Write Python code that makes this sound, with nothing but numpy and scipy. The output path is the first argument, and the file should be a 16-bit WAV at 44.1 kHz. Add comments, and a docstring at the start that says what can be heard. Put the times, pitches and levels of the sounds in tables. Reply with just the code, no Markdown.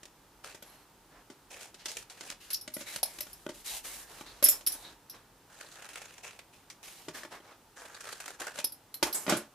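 """Small steel scissors cut slowly through card held over a craft table in a quiet room.
From the outset lie the room's hum and hiss and a far rumble, both shaped noise; card snaps as filtered bursts.
Then fibres tear as clumped grains, loose blades clink in steel modes, rubs sing in one resonance,
and fingers slide as a dense rustle. Later contacts ring clear notes; at the end the scissors are laid down.
Feedback delays give the room's echo; two close microphones hear the treble differently."""
import sys
import numpy as np
from scipy import signal
from scipy.fft import rfft, irfft, next_fast_len
from scipy.io import wavfile
from scipy.ndimage import uniform_filter1d

SR = 44100
rng = np.random.default_rng(int(sys.argv[2]) if len(sys.argv) > 2 else 0)


def unload_audio(sound):
    """Save the sound as a 16-bit wav file, at the path given as the first command line argument."""
    columns = np.transpose(np.atleast_2d(sound))
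    # keep every value between -1 and 1, then stretch to whole-number steps
    steps = np.round(np.clip(columns, -1, 1) * 32767)
    wavfile.write(sys.argv[1], SR, steps.astype(np.int16))


N = 420713

# Spectrum of the room tone. Each row: frequency in Hz, relative spectral level in dB per Hz.
ROOM_SPECTRUM = [(35, -52), (72, -12.5), (100, -5), (238, -9.5), (280, -7), (353, -8.5), (513, -11.5),
                 (632, -13.5), (694, -12), (940, -8.5), (1030, -13.5), (1270, -13), (2180, -20.5),
                 (2880, -20.5), (15800, -28)]
# Course of the far rumble. Each row: time in seconds, level in dB.
RUMBLE_COURSE = [(0, -72.5), (2.92, -72.5), (3.05, -66), (5.21, -69), (5.42, -77), (9.54, -79)]
ROOM_TONE_DB = -62

# The card snaps or knocks on hand and table.
# Each row: start in seconds, snap drive in dB, thud drive in dB, rattle t60 in seconds.
KNOCKS = [(.0313, -40.5, -62, 0.043), (.054, -39.5, -64, 0.035), (.547, -41, -51.5, 0.052),
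          (.624, -45, -54.5, 0.11), (1.3004, -49.5, -51.5, 0.14), (1.7432, -41.5, -62, 0.063),
          (1.8573, -25, -53.5, 0.052), (1.8819, -36, -64, 0.15), (2.0978, -40.5, -84, 0.12),
          (2.2088, -32, -49, 0.039), (2.3007, -27, -54, 0.028), (2.503, -36.5, -60.5, 0.16),
          (2.6772, -32, -51, 0.041), (2.767, -35, -43.5, 0.022), (2.809, -37, -50.5, 0.12),
          (2.9605, -24.5, -46, 0.025), (3.03, -28, -48, 0.034), (3.1859, -33.5, -50.5, 0.04),
          (3.2055, -33.5, -55, 0.067), (3.268, -45, -54.5, 0.056), (3.4651, -35.5, -41.5, 0.015),
          (3.4905, -39, -46.5, 0.11), (4.2103, -39.5, -44.5, 0.028), (4.4258, -25, -35.5, 0.06),
          (4.4594, -27, -46, 0.12), (4.487, -25.5, -45, 0.039), (4.609, -43.5, -58.5, 0.065),
          (4.67, -29, -55, 0.046), (4.75, -59, -51.5, 0.1), (6.7, -38, -84, 0.08),
          (7.0841, -36, -42, 0.075), (7.2335, -42, -52, 0.052), (7.25, -44, -48.5, 0.036),
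          (7.403, -63, -57, 0.039), (8.4129, -59, -46, 0.067), (8.588, -26, -43, 0.039),
          (8.642, -30.5, -49, 0.032), (8.941, -42, -71, 0.068), (9.0274, -17, -25.5, 0.082),
          (9.2655, -37, -38, 0.1), (9.2801, -43, -33, 0.031), (9.2952, -26.5, -32, 0.21),
          (9.3237, -32.5, -25, 0.25)]
# Modes of table top and card. Each row: frequency in Hz, strength in dB, t60 in seconds.
BODY_MODES = [(290, -3, .015), (366, 4, .025), (598, 4, .045), (883, 1, .022), (1180, -1, .018),
              (1460, 1, .02), (1980, -2, .012), (2390, -4, .012), (3080, -2, .012)]
FIRST_TOUCH = .8   # firm first contact of a knock, beside a rattle of unit energy
STRIKE_SPREAD_DB = 3
DETUNE = .03   # spread of a 300 Hz mode from blow to blow, as grip and contact change (share of pitch)

# The blades close on the card. Each row: start in seconds, length before the fall in seconds,
# tearing level in dB at start and at end, fine hiss in dB re tearing, card pitch excited most in Hz.
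CUTS = [(0.427, 0.15, -47.5, -61.5, -5, 1860), (1.494, 0.11, -44, -55.5, -6, 3830),
        (1.595, 0.098, -47, -60, -4.5, 3720), (1.838, 0.19, -53, -54, -1, 4140),
        (2.088, 0.23, -61, -48.5, -5, 3800), (5.484, 0.38, -60, -54, -6.5, 1380),
        (5.875, .33, -56.5, -61.5, -4.5, 2420), (6.217, 0.16, -49.5, -66.5, -5.5, 2560),
        (6.519, 0.12, -60.5, -78, -1.5, 2560), (7.752, 0.23, -52.5, -62, -5.5, 1530),
        (7.986, 0.36, -55.5, -58, -2.5, 1560), (8.382, .14, -45.5, -54.5, -5, 1530),
        (8.531, 0.068, -57, -43, -3.5, 1430)]
# The largest bundles of fibres give way. Each row: time in seconds, nominal peak in dB.
SLIPS = [(1.916, -36), (1.969, -31.5), (5.61, -32.5), (5.821, -35), (5.845, -42), (5.888, -30.5),
         (5.932, -40), (5.956, -30), (5.972, -34.5), (6.0165, -34.5), (6.083, -47), (6.105, -60),
         (6.179, -39), (6.2357, -46), (6.269, -37), (6.3075, -41), (6.3894, -34), (6.8287, -38),
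         (6.88, -35), (7.9448, -38), (7.9643, -36), (8.0053, -32.5), (8.0397, -32.5), (8.071, -37),
         (8.0885, -35.5), (8.1264, -32.5), (8.201, -32.5), (8.2575, -34.5), (8.2782, -29.5), (8.304, -34.5),
         (8.416, -27.5), (8.4678, -29), (8.556, -36), (8.576, -30)]
# Resonances of the held card. Each row: frequency in Hz, width in Hz, strength in dB.
CARD_RESONANCES = [(480, 320, 9), (1560, 480, 2), (2550, 480, 2)]
CUT_RISE_S, CUT_FALL_S = 0.017, 0.027
SLIP_RISE_S, SLIP_T60_S, SLIP_CREST_DB = .002, 0.045, 11
SMALL_SLIPS_PER_S, SMALL_SLIP_SPREAD_DB = 60, 3   # at random
SMALL_SLIP_DB, STEADY_TEAR_DB = -4, -1   # re tearing level
FIBRE_EDGES_HZ = [530, 1100, 2000, 3300, 4900, 7200]
FIBRE_WANDER_DB = 4   # each band of the tearing swells on its own

# The loose blades clink. Each row: start in seconds, low clatter drive in dB, high sizzle drive in dB,
# rattle t60 in seconds, high pitch rung most in Hz.
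CLINKS = [(.624, -68, -52.5, 0.037, 11200), (1.8819, -44, -69, 0.21, 11000),
          (2.503, -44.5, -44.5, 0.13, 10900), (2.5309, -40, -33.5, 0.093, 11500),
          (2.5434, -29.5, -41.5, 0.039, 11900), (2.6108, -51.5, -50.5, 0.12, 10800),
          (2.7382, -46.5, -38.5, 0.11, 10360), (2.9605, -62, -34, 0.019, 9500),
          (3.03, -30, -29, 0.052, 11000), (3.1859, -62, -46, 0.021, 11600),
          (3.2055, -43, -40.5, 0.074, 11800), (3.33, -52, -49, 0.059, 10900),
          (4.4258, -38, -35.5, 0.12, 12300), (4.44, -45, -20.5, 0.1, 11600),
          (4.4594, -39, -48, 0.067, 10980), (4.486, -59, -21, 0.11, 12900),
          (4.487, -62, -20.5, 0.087, 7500), (4.664, -35, -31, 0.032, 11100),
          (4.6705, -38.5, -25, 0.065, 11300), (4.7192, -48, -41, 0.11, 11200),
          (5.097, -51, -49.5, 0.092, 11900), (8.6435, -33.5, -29, 0.05, 11160),
          (8.7208, -56, -48, 0.079, 10800), (8.9408, -61, -44.5, 0.096, 11600),
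          (9.0274, -38, -36, 0.083, 11000), (9.1266, -42.5, -40.5, 0.16, 11200),
          (9.1443, -65, -28, 0.16, 8100), (9.2952, -32, -22, 0.045, 7800), (9.368, -58, -31.5, 0.1, 8640)]
# Modes of the blades. Each row: frequency in Hz, strength in dB, t60 in seconds.
BLADE_MODES = [(4240, -9, .02), (4880, -5, .015), (5240, -1, .03), (5420, -1, .03), (5850, -5, .02),
               (6740, -9, .02), (7190, -8, .02), (7700, -8, .015), (10600, -1, .018), (10900, -1, .018),
               (11300, -1, .018), (11550, -2, .015), (12000, -3, .015), (12600, 0, .012), (13900, -7, .012)]
BENDING_TOP_HZ = 6500   # modes below follow the clatter, those above the sizzle
LOW_RING_DB, HIGH_RING_DB = -3, -1   # blade modes re clatter and sizzle
RING_FOCUS_DB = 35   # loss per octave from the favoured pitch

# Rubbing that sings in one resonance of blade or card. Each row: start in seconds,
# length before the fall in seconds, level in dB at start and at end, frequency in Hz, width setting in Hz.
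RUBS = [(0.637, .2, -64, -77, 11300, 120), (0.665, .17, -72, -74, 4200, 120),
        (4.253, 0.07, -58, -63.5, 4050, 500), (4.439, 0.13, -24, -56, 5340, 250),
        (7.312, 0.065, -57, -55.5, 1630, 500), (9.145, 0.065, -39, -51, 8150, 700)]
RUB_EDGE_S = .012

# Fingers and blades slide on the card. Each row: start in seconds, length before the fall in seconds,
# level in dB at start and at end, sheet flexing in dB re sliding, fine hiss in dB re sliding.
SLIDES = [(.64, 0.18, -65, -73.5, 4.5, 0), (1.09, 0.11, -73.5, -71.5, 11.5, -16),
          (1.77, 0.05, -55, -58, -24, -20), (2.389, 0.19, -55.5, -69, -22, -3),
          (2.68, 0.13, -80, -53.5, -10, 3), (2.846, 0.12, -51, -48.5, -8.5, 0),
          (3.02, 0.44, -57, -69, -5, 3), (3.52, 0.095, -61, -59.5, -17, 1), (3.636, 0.14, -45, -49, -17, 2),
          (3.823, 0.21, -48.5, -57.5, -5, 3.5), (4.058, 0.15, -60, -57, 0.5, -1.5),
          (4.236, 0.17, -56.5, -62.5, 0.5, -6), (4.498, 0.15, -44, -78.5, 1.5, 8),
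          (4.672, 0.15, -56, -62, -1, 3.5), (4.822, 0.1, -57.5, -60.5, 2.5, -7),
          (5.12, 0.096, -54.5, -75.5, 6.5, -7), (6.817, 0.26, -53.5, -64, -9.5, -1),
          (7.126, 0.12, -44, -59.5, -1, -3.5), (7.294, 0.063, -54, -57, 6.5, -7),
          (7.4, 0.12, -72, -64, 7, -15.5), (9.046, 0.086, -40.5, -72, 13, 6.5),
          (9.128, 0.13, -49.5, -64.5, 6.5, 11.5), (9.27, 0.17, -34, -69, 8.5, -6)]
SLIDE_RISE_S, SLIDE_FALL_S = 0.028, 0.065
SHEET_HZ = [847, 1720, 2180, 2830, 3870]   # resonances that a slide wakes by turns
SHEET_WIDTH_HZ, SHEET_DB, SHEET_WANDER_DB = 290, -16, 8

# Contacts that sound one clear note.
# Each row: start in seconds, nominal peak in dB, pitch in Hz, t60 in seconds.
NOTES = [(3.03, -23, 760, 0.014), (3.495, -36, 314, 0.051), (4.67, -28, 5480, 0.11),
         (4.722, -37, 6000, .08), (7.082, -27.5, 345, 0.027), (7.087, -40.5, 159, 0.076),
         (7.2335, -34, 1770, 0.028), (8.943, -34, 4200, 0.051), (9.03, -46, 62, .15),
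         (9.03, -29, 603, 0.18), (9.287, -42, 119, 0.49)]
# Close modes of a note. Each entry: frequency as a share of its pitch.
NOTE_CLUSTER = (.975, 1, 1.03)

# Where the scissors are. Each row: time in seconds, lean to the left (no unit, later bounded by tanh).
LEAN = [(0, -.5), (3.7, 1), (4.4, -1.5), (5, -.5), (8.8, 0), (8.95, -5), (9.54, -4)]
# Weight of what differs between microphones. Each row: frequency in Hz, difference gain in dB.
DIFFERENCE_GAIN = [(60, -17), (250, -21), (500, -18), (1000, -11), (2000, -8), (4000, -5.5), (8000, -1),
                   (13000, 2)]
ROOM_T60_S, ROOM_DB = 0.23, -13.5   # t60 at low pitch; treble dies sooner
WALL_CUT_HZ = 10000
TOP_STOP_HZ = 16200   # the closing low-pass is 70 dB down from here


def from_db(db):
    """Decibels are twenty times the base-ten logarithm of gain; this inverts them."""
    return 10 ** (np.asarray(db) / 20)


def rms_one(x):
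    """Signals of equal mean square carry equal power: scale to rms 1."""
    return x / np.sqrt(np.mean(x ** 2) + 1e-20)


def in_time(rows):
    """Linear interpolation carries each column of a curve to every sample."""
    s, *columns = np.transpose(rows)
    return [np.interp(np.arange(N) / SR, s, c) for c in columns]


def coloured(x, points):
    """Filtering multiplies the spectrum, here by (Hz, dB) points joined on a log-frequency axis."""
    size = next_fast_len(N)
    hz = np.maximum(np.arange(size // 2 + 1) * SR / size, 1)
    points_hz, points_db = np.array(points).T
    gain = from_db(np.interp(np.log(hz), np.log(points_hz), points_db))
    return irfft(rfft(x, size) * gain, size)[..., :N]


def band(x, low_hz, high_hz):
    """A Butterworth band-pass is maximally flat between its edges."""
    return signal.sosfilt(signal.butter(2, [low_hz, high_hz], "band", fs=SR, output="sos"), x)


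def drift(rate_hz):
    """Twice-smoothed noise wanders slowly: 400 values a second of rms 1, joined by straight lines."""
    knots = np.arange(0, N / SR + 1, 1 / 400)
    r = np.exp(-2 * np.pi * rate_hz / 400)
    noise = rng.standard_normal(len(knots) + 400)
    slow = signal.lfilter([1], [1, -2 * r, r * r], noise)[400:]   # the settling second is dropped
    return np.interp(np.arange(N) / SR, knots, rms_one(slow))


def ring(x, hz, t60):
    """A damped resonator answers a unit click with a dying sine of initial height 1."""
    r = from_db(-60 / (t60 * SR))
    w = 2 * np.pi * hz / SR
    return signal.lfilter([0, np.sin(w)], [1, -2 * r * np.cos(w), r * r], x + 1e-18)


def grains(per_s, spread_db, clump_db, clumps_per_s, count):
    """Random small impacts come in clumps over a noise bed; unrelated carriers share their envelope."""
    heights = from_db(spread_db * np.minimum(rng.exponential(1, N), 4))
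    sizes = heights * (rng.random(N) < per_s / SR)
    clumps = from_db(clump_db * drift(clumps_per_s))
    return clumps * (sizes + .5) * rng.standard_normal((count, 2, N))


def strokes(rows, rise_s, fall_s):
    """A friction stroke has an envelope of rise, even change in dB and fall: one gain a row."""
    out = np.zeros((len(rows), N))
    for gain, (s, length, start_db, end_db, *_) in zip(out, rows):
        at = round(s * SR)
        t = np.arange(min(round((length + fall_s) * SR), N - at)) / SR
        edges = np.clip(np.minimum(t / rise_s, (length + fall_s - t) / fall_s), 0, 1)
        level_db = start_db + (end_db - start_db) * np.minimum(t / length, 1)
        gain[at:at + len(t)] = from_db(level_db) * edges ** 2
    return out


def blows(rows, modes, voice):
    """Modal excitation: each blow's dying rattle drives modes of new strength and slightly new pitch."""
    out = np.zeros((2, N))
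    t = np.arange(round(.3 * SR)) / SR
    head = t[:len(t) // 4]   # the modes are heard this long
    modes = np.array(modes)
    mode_hz, mode_db, mode_t60 = modes[:, :1], modes[:, 1], modes[:, 2:]
    noises = rng.standard_normal((len(rows), 2, 2, len(t)))
    shares = rng.standard_normal((len(rows), 3, len(modes)))
    for (s, first_db, second_db, t60, *more), noise, share in zip(rows, noises, shares):
        # stiff high modes shift least
        hz = mode_hz * (1 + DETUNE * share[2, :, None] * np.sqrt(300 / mode_hz))
        rings = from_db(-60 * head / mode_t60) * np.sin(2 * np.pi * hz * head)
        heights = from_db(mode_db + STRIKE_SPREAD_DB * share[:2])
        rattle = from_db(-60 * t / max(t60, .01)) * (1 - np.exp(-t / .0005))
        at = round(s * SR)
        sound = voice(first_db, second_db, rattle, noise, heights, rings, *more)
        out[:, at:at + len(t)] += sound[:, :N - at]
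    return out


def background():
    """Stationary noise has a fixed spectrum, the room tone; low-band noise swells and fades as rumble."""
    tone = coloured(rng.standard_normal((2, N)), ROOM_SPECTRUM)
    rumble = band(rng.standard_normal((2, N)), 34.0, 53.0)
    rumble_gain = from_db(in_time(RUMBLE_COURSE)[0])
    return from_db(ROOM_TONE_DB) * rms_one(tone) + rumble_gain * rms_one(rumble)


def knock(snap_db, thud_db, rattle, noise, heights, rings):
    """Impulse response: card snaps as a noise burst, while its body and the table answer the push."""
    push = noise[1] * rattle ** 1.78
    push = push / np.sqrt(np.sum(push ** 2, axis=1, keepdims=True))
    push[:, 0] = FIRST_TOUCH
    answer = signal.fftconvolve(heights @ rings, push, axes=1)[:, :len(rattle)]
    snap = band(noise[0] * rattle, 1396, 7740)
    return from_db(snap_db) * snap + from_db(thud_db) * band(answer, 180, 7000)


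def tearing_force():
    """Stick and slip: a steady tear is joined by sudden releases that die away; also returns the level."""
    level = strokes(CUTS, CUT_RISE_S, CUT_FALL_S).sum(axis=0)
    small = from_db(SMALL_SLIP_DB + SMALL_SLIP_SPREAD_DB * rng.standard_normal(N))
    starts = level * small * (rng.random(N) < SMALL_SLIPS_PER_S / SR)
    for s, peak_db in SLIPS:
        starts[round(s * SR)] = from_db(peak_db - SLIP_CREST_DB)
    releases = signal.lfilter([1], [1, -from_db(-60 / (SLIP_T60_S * SR))], starts + 1e-18)
    force = from_db(STEADY_TEAR_DB) * level + releases
    # a running mean over past samples gives each slip its rise
    return uniform_filter1d(force, size=round(SLIP_RISE_S * SR), origin=round(SLIP_RISE_S * SR / 2) - 1)


def cutting():
    """Forced resonance: parting fibres drive the held card, most strongly nearest each cut's own pitch."""
    t = np.arange(N) / SR
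    starts_s, *_, hiss_db, pitch_hz = np.transpose(CUTS)
    latest = np.maximum(np.searchsorted(starts_s, t + .01) - 1, 0)   # the cut in force
    force = tearing_force()
    broad, fine, *tear = grains(1800, 3, 2.5, 90, count=5)
    rung = 0
    for source, (hz, width, db) in zip(tear, CARD_RESONANCES):
        octaves_away = np.minimum(np.abs(np.log2(hz / pitch_hz[latest])), 1)
        gain = from_db(db - 14 * octaves_away + 3 * drift(25))
        rung = rung + gain * rms_one(ring(source, hz, 2.2 / width))
    fibres = 0
    for low, high in zip(FIBRE_EDGES_HZ, FIBRE_EDGES_HZ[1:]):
        swell = from_db(FIBRE_WANDER_DB * drift(15.8))
        fibres = fibres + swell * band(broad, low, high) * (high / 5000) ** -.4
    body = from_db(-5) * band(rung, 440, 11000) + from_db(-5.0) * rms_one(fibres)
    hiss = from_db(hiss_db[latest]) * rms_one(band(fine, 2100, 10200))
    return force * (body + hiss)


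def clink(clatter_db, sizzle_db, rattle, noise, heights, rings, favoured_hz):
    """Repeated contact: blades clatter at the loose pivot and ring the steel, highs near a favoured pitch."""
    hz = np.array(BLADE_MODES)[:, 0]
    high_db = sizzle_db + HIGH_RING_DB - RING_FOCUS_DB * np.abs(np.log2(hz / favoured_hz))
    heights = heights * from_db(np.where(hz < BENDING_TOP_HZ, clatter_db + LOW_RING_DB, high_db))
    # with unit energy, steady rattle passes at its own level
    rings = rings / np.sqrt(np.sum(rings ** 2, axis=1, keepdims=True))
    rung = signal.fftconvolve(heights @ rings, noise[1] * rattle, axes=1)[:, :len(rattle)]
    clatter = from_db(clatter_db) * band(noise[1] * rattle, 4300, 6400)
    sizzle = from_db(sizzle_db) * band(noise[0] * rattle, .85 * favoured_hz, 1.2 * favoured_hz)
    return band(rung, 3000, 16000) + clatter + sizzle


def rubs():
    """Resonant selection: rough rubbing noise sent twice through one resonance sings at its pitch."""
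    out = np.zeros((2, N))
    for gain, (s, *_, hz, width) in zip(strokes(RUBS, RUB_EDGE_S, RUB_EDGE_S), RUBS):
        span = slice(round(s * SR), round(s * SR) + SR // 3)
        noise = rng.standard_normal((2, SR // 3))
        once = ring(noise, hz, 1.4 / width)
        out[:, span] += gain[span] * rms_one(ring(once, hz, 1.4 / width))
    return from_db(3 * drift(40)) * out


def sliding():
    """Sliding friction: dense, even contacts rustle and wake the sheet's resonances by turns; it flexes below."""
    gains = strokes(SLIDES, SLIDE_RISE_S, SLIDE_FALL_S)
    *_, flex_db, hiss_db = np.transpose(SLIDES)
    flexing, middle, fine, drive = grains(9000, 1.5, 1.2, 30, count=4)
    flex = from_db(flex_db) @ gains * rms_one(band(flexing, 249.2, 1560))
    rustle = gains.sum(axis=0) * rms_one(band(middle, 1700, 6240))
    hiss = from_db(hiss_db) @ gains * rms_one(band(fine, 5860, 12900))
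    sheet = 0
    for hz in SHEET_HZ:
        wander = from_db(SHEET_DB + SHEET_WANDER_DB * drift(3.8))
        sheet = sheet + wander * rms_one(ring(drive, hz, 2.3 / SHEET_WIDTH_HZ))
    return flex + rustle + hiss + gains.sum(axis=0) * band(sheet, 600, 6300)


def notes():
    """Free vibration: one push sets a cluster of close modes ringing, softened by a band-pass."""
    out = np.zeros((2, N))
    for s, peak_db, hz, t60 in NOTES:
        push = np.zeros(N)
        push[round(s * SR)] = from_db(peak_db)
        cluster = np.mean([ring(push, hz * k, t60) for k in NOTE_CLUSTER], axis=0)
        out += band(cluster, hz / 2, hz * 2)
    return out


def room(x):
    """Reverberation: feedback delays dull on every round, six for the shared and six for the differing part."""
    out = np.zeros((2, N))
    dull = np.exp(-2 * np.pi * WALL_CUT_HZ / SR)
    for k, lag in enumerate((rng.uniform(.009, .03, 12) * SR).astype(int)):
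        loop, state = x.copy(), [0.]
        gain = from_db(-60 * lag / SR / ROOM_T60_S)
        for i in range(lag, N, lag):   # one round at a time
            back, state = signal.lfilter([gain * (1 - dull)], [1, -dull], loop[i - lag:i], zi=state)
            loop[i:i + lag] += back[:N - i]
        out[k % 2] += (loop - x) * (-1) ** (k // 2)
    return out


def microphones(pair):
    """Sum and difference: row 0 is shared, row 1 differs between sides, weighted towards the treble."""
    side = coloured(pair[1], DIFFERENCE_GAIN)
    return np.array([pair[0] + side, pair[0] - side])


def scene():
    """Superposition: hands, card and scissors add up in the room before the microphones."""
    knocks = blows(KNOCKS, BODY_MODES, knock)
    clinks = blows(CLINKS, BLADE_MODES, clink)
    shared, differing = knocks + cutting() + clinks + rubs() + sliding() + notes()
    # a source off centre leans mostly in the treble
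    differing = differing + np.tanh(in_time(LEAN)[0] / 12) * shared
    return microphones([shared, differing] + from_db(ROOM_DB) * room(shared) + background())


def record(dry):
    """Band limitation: a steep low-pass cuts the top, and the left side is a little quieter."""
    low_pass = signal.cheby2(14, 70, TOP_STOP_HZ, fs=SR, output="sos")
    return signal.sosfilt(low_pass, dry * from_db([[-.3], [.3]]))


dry = scene()
out = record(dry)
unload_audio(out)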